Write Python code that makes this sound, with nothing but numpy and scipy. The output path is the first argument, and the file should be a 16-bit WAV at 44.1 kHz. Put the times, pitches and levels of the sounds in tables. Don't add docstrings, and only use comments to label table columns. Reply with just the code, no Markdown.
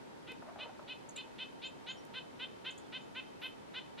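import sys
import numpy as np
from scipy import signal
from scipy.fft import rfft, irfft, next_fast_len
from scipy.io import wavfile
from scipy.ndimage import map_coordinates

SR = 44100
rng = np.random.default_rng(int(sys.argv[2]) if len(sys.argv) > 2 else 0)


def transcribe(signal):
    frames = np.atleast_2d(signal).T
    limited = np.clip(frames, -1, 1)
    pcm = np.round(limited * 32767).astype(np.int16)
    wavfile.write(sys.argv[1], SR, pcm)


N = 176400
T = np.arange(N) / SR


# frequency_hz, gain_db
THROAT = [(500, -22), (1030, -12.5), (1550, -6.5), (2060, -7), (2580, -2.5), (3050, -3), (3600, -4),
          (4100, -10), (4640, -23), (5300, -30), (7000, -48)]
# start_s, top_pitch_hz, level_db, low_overtones_db, upper_overtones_db, bill_ring_hz
NUTHATCH_CALLS = [(.267, 514.7, -48, -0.5, -1, 2400), (.583, 513, -44.5, -1, 2.5, 2780),
                  (.873, 512.7, -44.5, -4.5, 4.5, 2810), (1.155, 516, -44, -5.5, 5, 2880),
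                  (1.38, 520.4, -42, -5, 2.5, 2980), (1.615, 521, -43.5, -5, 7, 2950),
                  (1.861, 519.3, -42.5, 0.5, 5, 2980), (2.134, 519, -43, 4, 4, 3050),
                  (2.39, 520.5, -41.5, 1, 1, 3110), (2.642, 523, -41, 1, 2, 3030),
                  (2.919, 519.2, -42.5, 1.5, 3, 2960), (3.145, 523, -42.5, 3, 0, 2870),
                  (3.412, 518.8, -41.5, 1.5, 1, 2950), (3.736, 513.4, -42.5, 3, 4.5, 2980),
                  (3.974, 522, -43.5, -0.5, 5, 2940)]

def nuthatch():
    call_s, attack_s, release_s, rough_s = 0.066, 0.013, 0.012, 0.017
    bill_db, bill_width_hz, open_at_s, opening_s = 8.5, 540, 0.022, 0.0023
    crest = 0.6895
    size = int(call_s * SR)
    t = np.arange(size) / SR
    progress = t / call_s
    sag = 0.1587 * np.clip(1 - progress / crest, 0, 1) ** 2
    sag += 0.237 * np.clip((progress - crest) / (1 - crest), 0, 1) ** 3.32
    roughness = np.exp(-(t / rough_s) ** 2)
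    opening = (1 + np.tanh((t - open_at_s) / opening_s)) / 2
    fades = np.minimum(t / attack_s, 1) * np.minimum((call_s - t) / release_s, 1)
    harmonics = np.arange(1, 15)[:, None]
    smear = 0.183 * harmonics ** 2
    out = np.zeros((2, N))
    for start_s, top_pitch_hz, level_db, low_db, upper_db, bill_hz in NUTHATCH_CALLS:
        jitter = (0.0068 + 0.035 * roughness) * wobble(458, size)
        phase = 2 * np.pi * np.cumsum(top_pitch_hz * (1 - sag + jitter)) / SR
        flicker = amp(1.3 * np.array([wobble(124, size) for _ in harmonics]))
        pulses = unit((flicker * np.cos(harmonics * phase - smear)).sum(0))
        pulsing_noise = unit(rng.standard_normal(size) * (1 + np.cos(phase)))
        rasp = (amp(-11) + amp(-2) * roughness) * pulsing_noise
        throat = lambda hz: (along(THROAT, hz) + np.interp(hz, (1800, 2510), [low_db, 0])
                             + np.interp(hz, (3350, 3860), [0, upper_db]))
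        closed = resonate(pulses + rasp, throat)
        opened = resonate(closed, lambda hz: bill_db * np.exp(-((hz - bill_hz) / bill_width_hz) ** 2))
        voice = (closed + opening * (opened - closed)) / opened.std()
        loudness = amp(level_db - 15 * sag + 0.5 * wobble(227, size))
        add(out, start_s, thicket(voice * fades * loudness))
    return out


# frequency_hz, gain_db
WOOD = [(80, -18.5), (450, -6.5), (630, 6), (930, -5), (1100, -1), (1480, -4.5), (1900, -16.5),
        (12000, -62)]
# time_s, level_db, pitch_hz
KNOCKS = [(.423, -48, 896), (.487, -48, 684), (.496, -53.5, 750), (.559, -46.5, 817), (.628, -53, 605),
          (.657, -46, 929), (.694, -49.5, 758), (.794, -46.5, 596)]
# time_s, level_db, pitch_hz
THUDS = [(.288, -43, 330), (.317, -43.5, 464), (.37, -46, 286), (.396, -42.5, 270)]
# time_s, level_db
SCRAPES = [(.47, -56), (.595, -55), (.655, -58)]

def knocks():
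    contact = amp(1) * bursts(KNOCKS, WOOD, rise_s=0.0012, fall_s=0.006)
    body = amp(-0.5) * rings(KNOCKS, rise_s=0.0012, fall_s=0.015)
    thuds = rings(THUDS, rise_s=0.0012, fall_s=0.0074)
    scrapes = bursts(SCRAPES, WOOD, rise_s=0.022, fall_s=0.032)
    return contact + body + thuds + scrapes


def rings(blows, rise_s, fall_s):
    out, t = np.zeros(N), np.arange(SR // 10) / SR
    envelope = (1 - np.exp(-t / rise_s)) * np.exp(-t / fall_s)
    for time_s, level_db, pitch_hz in blows:
        add(out, time_s - rise_s, amp(level_db) * envelope * np.sin(2 * np.pi * pitch_hz * t))
    return thicket(out)[:, :N]


# middle_s, lowest_pitch_hz, level_db, left_ear_delay_s
CHIRPS = [(1.0938, 6370, -47.5, 4.1e-5), (1.165, 6880, -43, 4.3e-5), (2.711, 6450, -53, -2.7e-5),
          (2.782, 6600, -51, -2.5e-5)]

def songbird_chirps():
    half_length_s, sweep_hz, octave_db = 0.0075, 4600, -19
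    position = np.linspace(-1, 1, int(2 * half_length_s * SR))
    swell = np.cos(position * np.pi / 2) * (1 + position / 2)
    out = np.zeros((2, N))
    for middle_s, lowest_hz, level_db, delay_s in CHIRPS:
        pitch = lowest_hz + sweep_hz * position ** 2
        phase = 2 * np.pi * (np.cumsum(pitch) / SR + np.outer([-0.5, 0.5], delay_s * pitch))
        tone = np.sin(phase) + amp(octave_db) * np.sin(2 * phase)
        add(out, middle_s - half_length_s, thicket(amp(level_db) * swell * tone))
    return out


# start_s, length_s, first_pitch_hz, target_pitch_hz, target_at_fraction, level_db
WHISTLES = [(1.648, 0.043, 6600, 7260, 1, -54.5), (1.879, 0.062, 6050, 6920, .65, -57),
            (1.968, 0.033, 5200, 5730, 0.66, -59.5), (2.748, .11, 3150, 3450, .65, -62),
            (3.002, 0.053, 6500, 7150, .9, -68), (3.402, 0.1, 11500, 11300, 0.6, -65.5)]

def songbird_whistles():
    out = np.zeros((2, N))
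    for start_s, length_s, first_hz, target_hz, target_at, level_db in WHISTLES:
        progress = np.linspace(0, 1, int(length_s * SR))
        glide = target_hz + (first_hz - target_hz) * (1 - progress / target_at) ** 2
        pitch = glide * (1 + 0.008 * wobble(563, len(progress)))
        swell = np.sqrt(np.abs(np.sin(np.pi * progress)))
        note = amp(level_db) * swell * np.sin(2 * np.pi * np.cumsum(pitch) / SR)
        add(out, start_s, thicket(note, direct_db=-4))
    return out


# frequency_hz, gain_db
TWIG = [(1000, -30), (5000, 1), (9500, 4), (13000, -3), (16000, -3)]
# time_s, level_db
TICKS = [(.3195, -55.5), (2.052, -57)]

def twigs():
    return bursts(TICKS, TWIG, rise_s=0.0009, fall_s=0.0018)


# frequency_hz, fade_s
ECHO_FADE = [(300, 0.31), (1500, 0.19), (3000, 0.26), (7000, 0.053), (12000, 0.05)]
# frequency_hz, gain_db
SCATTER = [(1800, -1.5), (3000, 1), (3600, 1), (8000, 1)]

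def thicket(x, direct_db=0):
    delay_s, side_db = 0.01, -11
    hz, t, hiss = signal.stft(rng.standard_normal((3, 2, SR * 3 // 4)), SR, nperseg=256)
    levels_db = [-11, -16, -19]
    fades_s = [0.084, along(ECHO_FADE, hz)[:, None], 0.95]
    tails = 0
    for part, level_db, fade_s in zip(hiss, levels_db, fades_s):
        tail = signal.istft(part * amp(-60 * t / fade_s), SR, nperseg=256)[1]
        tails = tails + amp(level_db) * tail / np.linalg.norm(tail[0])
    mid, side = [resonate(tail, lambda f: along(SCATTER, f)) for tail in tails]
    side = side * amp(side_db)
    echo = np.pad([mid + side, mid - side], ((0, 0), (round(delay_s * SR) + 1, 0)))
    echo[:, 0] = amp(direct_db)
    return signal.fftconvolve(np.atleast_2d(x), echo, axes=1)


# frequency_hz, relative_db
RUSH = [(15, -52), (25, -19), (153, 0), (390, 0), (614, -3), (702, -5.5), (917, -3.5), (1020, -8),
        (1990, -13.5), (2700, -17), (4310, -20.5), (11900, -33), (13600, -43.5), (14700, -58)]
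# frequency_hz, side_over_mid_db
RUSH_WIDTH = [(25, -8), (125, 0), (250, 7.5), (500, 4.5), (2500, 2), (5000, 1), (12000, 1)]
# pitch_hz, width_hz, level_db
DRONES = [(264.3, 30, -68), (920, 42, -66.5)]

def distant_rush():
    rush_db = -51.5
    mid = noise(RUSH)
    side = filtered(noise(RUSH), lambda hz: amp(along(RUSH_WIDTH, hz)))
    rush = amp(rush_db) * unit(np.array([mid + side, mid - side]))
    for pitch_hz, width_hz, level_db in DRONES:
        band = lambda hz: 1 / (1 + (2 * (hz - pitch_hz) / width_hz) ** 2)
        rush += amp(level_db) * unit(filtered(rng.standard_normal((2, N)), band))
    return rush


def bursts(events, spectrum, rise_s, fall_s):
    envelope = sum(amp(level_db) * np.exp(-np.maximum((time_s - T) / rise_s, (T - time_s) / fall_s))
                   for time_s, level_db, *_ in events)
    hiss = rng.standard_normal(N)
    colour = lambda x: resonate(x, lambda hz: along(spectrum, hz), size=4096)
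    return thicket(colour(envelope * hiss) / colour(hiss).std())[:, :N]


def amp(db):
    return 10 ** (np.asarray(db) / 20)


def unit(x):
    return x / np.sqrt(np.mean(x ** 2) + 1e-20)


def along(points, hz):
    frequencies, values = np.transpose(points)
    return np.interp(np.log(hz + 1), np.log(frequencies + 1), values)


def wobble(rate, size):
    points = rng.standard_normal(int(size * rate / SR) + 4)
    return map_coordinates(points, [np.arange(size) * rate / SR])


def filtered(x, gain):
    size = next_fast_len(N + SR // 2)
    return irfft(rfft(x, size) * gain(np.fft.rfftfreq(size, 1 / SR)), size)[..., :N]


def noise(spectrum):
    return unit(filtered(rng.standard_normal(N), lambda hz: amp(along(spectrum, hz))))


def resonate(x, gain_db, size=1024):
    cepstrum = irfft(np.log(amp(gain_db(np.fft.rfftfreq(size, 1 / SR)))))
    cepstrum[1:size // 2] *= 2
    cepstrum[size // 2 + 1:] = 0
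    ring = irfft(np.exp(rfft(cepstrum)))
    return signal.fftconvolve(x, ring)[:len(x)]


def add(track, start_s, x):
    part = track[..., max(round(start_s * SR), 0):][..., :x.shape[-1]]
    part += x[..., :part.shape[-1]]


def scene():
    return twigs() + distant_rush() + knocks() + nuthatch() + songbird_chirps() + songbird_whistles()


def record(dry):
    top_hz = 14400
    return filtered(dry, lambda hz: hz < top_hz)


dry = scene()
out = record(dry)
transcribe(out)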